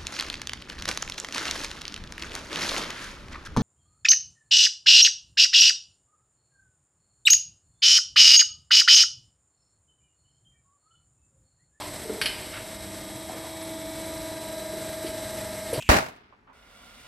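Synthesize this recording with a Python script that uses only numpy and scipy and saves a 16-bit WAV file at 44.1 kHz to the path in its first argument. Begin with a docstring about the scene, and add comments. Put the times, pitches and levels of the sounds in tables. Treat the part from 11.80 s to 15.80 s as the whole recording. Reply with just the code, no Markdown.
"""A motor hums and throbs, its bearings whirring once per turn: a metalworking machine idling in a workshop.
A steel kettle body is picked from a stack with a ringing double clack, set on its base plate with a few
dull knocks and lifted off again; its thin rim slides and ticks. Shaft harmonics beat to make the throb,
and swell and fade over the fan's rush as the microphone drifts closer to the motor."""
import sys
import numpy as np
from scipy import signal
from scipy.fft import rfft, irfft
from scipy.io import wavfile

SR = 44100
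rng = np.random.default_rng(int(sys.argv[2]) if len(sys.argv) > 2 else 0)


def digitize_waveform(pressure):
    """Quantize a signal to 16-bit integers and store it at the path in sys.argv[1].

    Rows of a 2-D input are taken as channels; values are limited to [-1, 1].
    """
    field = np.atleast_2d(pressure).T
    bounded = np.clip(field, -1, 1)
    quanta = np.round(bounded * 32767).astype(np.int16)
    wavfile.write(sys.argv[1], SR, quanta)


N = 176400
T = np.arange(N) / SR
SHAFT_HZ, CUTOFF_HZ = 24.823, 12100


def from_db(db):
    """Decibels to gain."""
    return 10 ** (np.asarray(db) / 20)


def in_time(rows):
    """Rows of (time_s, value), interpolated per sample."""
    return np.interp(T, *np.transpose(rows))


def at_hz(points, hz):
    """Spectrum level in dB, interpolated over log frequency."""
    points_hz, db = np.transpose(points)
    return np.interp(np.log(np.maximum(hz, 1)), np.log(points_hz), db)


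def drift(rate_hz):
    """Random wander of spread 1, low-passed at rate_hz."""
    hop, settle = 100, 2000
    pole = np.exp(-2 * np.pi * rate_hz * hop / SR)
    noise = rng.standard_normal(N // hop + settle + 2)
    slow = signal.lfilter([1], [1, -2 * pole, pole * pole], noise)[settle:]
    return np.interp(np.arange(N) / hop, np.arange(len(slow)), (slow - slow.mean()) / slow.std())


def band_noise(low_hz, high_hz):
    """Band-passed noise, rms 1."""
    band = signal.butter(2, [low_hz, high_hz], "band", fs=SR, output="sos")
    noise = signal.sosfilt(band, rng.standard_normal(N))
    return noise / noise.std()


def highpass(x, hz):
    """Second-order low cut."""
    return signal.sosfilt(signal.butter(2, hz, "high", fs=SR, output="sos"), x)


def ring(clicks, hz, t60_s):
    """One mode: a unit click starts a decaying sine of height 1."""
    pole = np.exp(-np.log(1000) / (t60_s * SR))
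    step_rad = 2 * np.pi * hz / SR
    return signal.lfilter([0, np.sin(step_rad)], [1, -2 * pole * np.cos(step_rad), pole ** 2],
                          clicks + 1e-18)


def clicks_at(times_s, gains):
    """Single-sample blows."""
    out = np.zeros(N)
    np.add.at(out, (np.atleast_1d(times_s) * SR).astype(int), gains)
    return out


def dying(start_s, decay_s):
    """Sudden start, exponential decay."""
    return (T >= start_s) * np.exp(-np.minimum(np.abs(T - start_s) / decay_s, 60))


def hum(turns, near_db):
    """Shaft harmonics and mains hum; the 25th and 26th harmonics beat into a throb."""
    # strong harmonics along the microphone's path: time_s, level_db
    hum_13 = [(0, -66), (.6, -62), (.9, -54), (1.15, -47), (1.7, -44), (2.1, -43), (2.6, -45.5), (3.1, -47),
              (3.5, -53), (4, -56)]
    hum_25 = [(0, -50), (.4, -48.5), (.8, -50), (1.3, -51), (1.7, -56), (2.2, -57), (2.5, -47),
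              (2.9, -41.3), (3.3, -41.5), (4, -41.5)]
    hum_26 = [(0, -56), (.5, -61), (.8, -46), (1.2, -47), (2.1, -39.5), (2.6, -39.8), (3, -38.5),
              (3.4, -39.3), (4, -39.3)]
    hum_65 = [(0, -64), (1.8, -65), (2.5, -57), (3.2, -55.5), (4, -54.5)]
    # weaker tones and whines: shaft_multiple (rounded below), level_db, peak_s, fade_db_per_s
    whines = [(8, -54.5, 4.5, 3.5), (10, -56.5, 3.5, 5), (15, -56, -0.5, 4.5), (16, -55, 4.5, 5.5),
              (23, -59, 2.5, 5), (24, -46.5, -0.5, 11), (27, -53, -0.5, 8.5), (31, -67, 2, 2.5),
              (34, -57.5, 3.5, 2.5), (36, -52.5, 2, 5), (37, -59.5, 1, 3.5), (39, -53.5, 2.5, 4),
              (40, -60, 3, 4), (49, -59, 2.4, 3.5), (52, -62, 3.5, 3.5), (72.5, -60, 3, 4),
              (84.7, -55, 0.5, 6), (85.6, -58.5, 4, 3), (91, -60, 2, 3), (131.8, -58, 1.5, 10.5),
              (141.7, -58, 2, 15), (154, -52, 1.3, 12), (156.5, -67, 6, 12), (156, -57.5, 3.5, 2),
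              (159, -54, 3.3, 5), (166, -59, 2, 8), (207, -64, 2.8, 1)]
    # electrical hum of the windings: pitch_hz, level_db, peak_s, fade_db_per_s
    mains = [(100.3, -56, 1.4, 0.5), (199.8, -52, 2.23, 5), (299.6, -48, 2.2, 4)]

    def tone(cycles, rms_db):
        return np.sqrt(2) * from_db(rms_db) * np.sin(2 * np.pi * cycles)

    def passing(cycles, level_db, peak_s, fade_db_per_s):
        """A tone loudest near one spot on the path."""
        place_db = 0.95 * near_db - fade_db_per_s * np.abs(T - peak_s)
        phase = rng.random()
        wander_db = 2.5 * drift(rate_hz=0.94)
        return tone(cycles + phase, level_db + place_db + wander_db)

    out = np.zeros(N)
    for multiple, curve in [(13, hum_13), (25, hum_25), (26, hum_26), (65, hum_65)]:
        out += tone(multiple * turns, in_time(curve) + 0.63 * drift(rate_hz=7.2))
    uneven_turns = turns + 0.0006 * drift(rate_hz=14)  # blurs the high whines
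    out += sum(passing(np.round(multiple) * uneven_turns, *place) for multiple, *place in whines)
    return out + sum(passing(hz * T, *place) for hz, *place in mains)


def bearing_whir(turns, size=16384):
    """A rough track run over once per turn; its sound shifts with the listening position."""
    # whir spectrum: frequency_hz, density_db
    spectrum = [(400, -89), (800, -79.5), (1400, -109), (1900, -83.5), (2750, -95), (3300, -88),
                (4000, -86), (4600, -87.5), (5600, -83.5), (7000, -91.5), (7900, -78.5), (9500, -91),
                (12000, -84)]
    hz = np.arange(size // 2 + 1) * SHAFT_HZ
    in_band = (hz > 0) & (hz < CUTOFF_HZ)
    height = from_db(at_hz(spectrum, hz)) * np.sqrt(SHAFT_HZ) * size / 2 * in_band

    def track():
        one_turn = irfft(height * (rng.standard_normal(len(hz)) + 1j * rng.standard_normal(len(hz))))
        return np.interp(turns * size, np.arange(size), one_turn, period=size)

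    crossfade_rad = np.pi / 2 * T / T[-1]
    return track() * np.cos(crossfade_rad) + track() * np.sin(crossfade_rad)


def fan_air():
    """Rush of the cooling fan over shop rumble, flickering slightly."""
    # air and rumble spectrum: frequency_hz, density_db
    spectrum = [(20, -92), (32, -81), (52, -69), (100, -69), (150, -71.5), (225, -72), (265, -75),
                (340, -70), (430, -77.5), (620, -74.5), (900, -81), (1150, -82.5), (1500, -82.5),
                (2000, -80), (2750, -86.5), (3500, -84), (3980, -82.5), (4500, -85.5), (5800, -87),
                (7000, -77), (7900, -79.5), (9500, -86), (10800, -91.5), (12000, -81.5)]
    hz = np.arange(N // 2 + 1) * SR / N
    height = from_db(at_hz(spectrum, hz)) * np.sqrt(SR / 2)
    rush = irfft(rfft(rng.standard_normal(N)) * height, N)
    flicker_db = 1.72 * drift(rate_hz=20.5)
    return rush * from_db(flicker_db)


def rim():
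    """The thin rim slides in short grainy strokes and ticks when touched."""
    # metal sliding on metal: start_s, level_db, length_s, low_hz, high_hz
    slides = [(0, -38.5, 0.038, 566, 1110), (0, -42, 0.093, 1800, 5070), (0.022, -44.5, 0.099, 930, 1050),
              (0.724, -42, 0.12, 1100, 2980), (1.503, -50, 0.16, 1100, 2360), (1.49, -42, 0.067, 487, 920),
              (1.629, -46, 0.073, 650, 1040), (1.733, -44.5, 0.027, 800, 1080),
              (1.821, -43, .018, 900, 2400), (3.238, -43, 0.11, 1500, 10900),
              (3.934, -43, 0.052, 2800, 5700)]
    # light touches: start_s, level_db
    ticks = [(1.825, -39), (2.259, -41), (3.933, -30.5)]
    tick_envelope = sum(from_db(level_db) * dying(start_s, decay_s=0.016) for start_s, level_db in ticks)
    out = band_noise(7500, CUTOFF_HZ) * tick_envelope
    grain = from_db(1.9 * drift(rate_hz=89))
    for start_s, level_db, length_s, low_hz, high_hz in slides:
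        progress = np.clip((T - start_s) / length_s, 0, 1)
        stroke = np.sin(np.pi * np.sqrt(progress))
        out += from_db(level_db) * stroke * grain * band_noise(low_hz, high_hz)
    return out


def knocks():
    """Each blow excites a damped low mode, a weak overtone and a noisy thud."""
    # parts on the die and table: start_s, level_db, pitch_hz, t60_s
    blows = [(0.253, -33.5, 434, 0.17), (0.2961, -21, 429.5, 0.14), (.345, -27.5, 422, 0.039),
             (1.492, -30, 740, 0.05), (1.534, -32, 626, 0.032), (2.934, -29, 393, 0.059),
             (3.245, -25, 353, 0.082), (3.9289, -20, 519, 0.055), (3.9352, -24, 483, 0.12),
             (3.947, -25, 545, 0.03), (3.976, -29, 129, 0.26), (3.977, -33, 628, 0.14),
             (3.987, -33, 976, 0.21)]
    out = np.zeros(N)
    for start_s, level_db, pitch_hz, t60_s in blows:
        blow = clicks_at(start_s, gains=0.99)
        thud = from_db(-12.5) * band_noise(pitch_hz / 2, pitch_hz * 1.15) * dying(start_s, decay_s=0.08)
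        modes = ring(blow, pitch_hz, t60_s) + from_db(-24.5) * ring(blow, 3.2 * pitch_hz, t60_s)
        out += from_db(level_db) * highpass(modes + thud, pitch_hz / 2)
    return out


def clacks():
    """Each contact cracks, rings the steel body and leaves the stack clattering briefly."""
    # steel on steel: start_s, strength_db, tilt_db_per_octave
    contacts = [(.4144, 0, -1.5), (.418, -6, -1), (.4215, -5, 0), (.4355, -11, 5), (.458, .5, 1),
                (.466, -6, 2), (3.266, -18.5, 0), (3.939, -15, 5), (3.952, -18, 5), (3.976, -22, 7)]
    # kettle body modes: pitch_hz, level_db, t60_s
    modes = [(1065, -43.5, 0.05), (1287, -51, 0.93), (1596, -28.5, 0.043), (1780, -52, 0.19),
             (1870, -30, .06), (2114, -48, .4), (2250, -30.5, 0.066), (2444, -29.5, 0.078),
             (2490, -47, 0.39), (2640, -45, 0.063), (2883, -29.5, 0.059), (3050, -32, 0.095),
             (3030, -36.5, .38), (3160, -27.5, 0.074), (3150, -38, 0.053), (3290, -34, 0.064),
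             (3480, -47, 0.049), (4020, -39.5, 0.091), (4330, -29, 0.11), (4830, -33, 0.12),
             (4680, -31.5, 0.17), (5020, -42, 0.1), (5160, -37, 0.16), (5586, -35, 0.073)]
    starts_s, strengths_db, tilts_db_per_octave = np.transpose(contacts)
    pivot_hz, scatter_db = 3200, 1
    ringing = np.zeros(N)
    for pitch_hz, level_db, t60_s in modes:
        tilts_db = tilts_db_per_octave * np.log2(pitch_hz / pivot_hz)
        drive_db = strengths_db + level_db + tilts_db + rng.normal(0, scatter_db, len(contacts))
        signs = rng.choice([-1, 1], len(contacts))
        ringing += ring(clicks_at(starts_s, signs * from_db(drive_db)), pitch_hz, t60_s)
    noise = band_noise(1450, 4150) + from_db(-5.5) * band_noise(7900, 11800)
    power = np.zeros(N)
    for start_s, strength_db, _ in contacts:
        crack = from_db(strength_db - 24) * dying(start_s, decay_s=0.0038)
        clatter = from_db(strength_db - 35.5) * dying(start_s, decay_s=0.057)
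        power += (crack + clatter) ** 2
    return ringing + noise * np.sqrt(power)


def workshop(x, t60_s=1, gap_s=0.0093, lowpass_hz=4900):
    """Diffuse, slightly dull reverberation."""
    tail = rng.standard_normal(N) * np.exp(-np.log(1000) * T / t60_s) * (T > gap_s)
    tail /= np.sqrt(np.sum(tail ** 2))
    tail = signal.sosfilt(signal.butter(1, lowpass_hz, fs=SR, output="sos"), tail)
    return signal.fftconvolve(x, tail)[:N]


def scene():
    """Motor plus handled parts and their reverberation, the same in both channels."""
    # nearness to the motor: time_s, gain_db
    nearness = [(0, 0.5), (.6, 0), (1.05, -1), (1.5, -1), (2.1, 0), (2.7, 0.1), (3.3, 1.3), (4, 2)]
    near_db = in_time(nearness)
    speed_hz = SHAFT_HZ * (1 + 0.0004 * drift(rate_hz=1.78))
    turns = np.cumsum(speed_hz) / SR
    motor = hum(turns, near_db) + from_db(near_db) * (bearing_whir(turns) + fan_air())
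    parts = clacks() + knocks() + rim()
    return np.tile(motor + parts + from_db(-7) * workshop(parts), (2, 1))


def record(dry):
    """Overall tone colour: rumble cut, a treble dip near 7 kHz, a steep top cut."""
    dip_hz, dip_width_hz, dip_depth = 6874, 1530, 0.89
    trimmed = highpass(dry, hz=22)
    notched = signal.lfilter(*signal.iirnotch(dip_hz, dip_hz / dip_width_hz, fs=SR), trimmed)
    coloured = trimmed + dip_depth * (notched - trimmed)
    return signal.sosfilt(signal.ellip(14, 0.2, 90, CUTOFF_HZ, fs=SR, output="sos"), coloured)


dry = scene()
out = record(dry)
digitize_waveform(out)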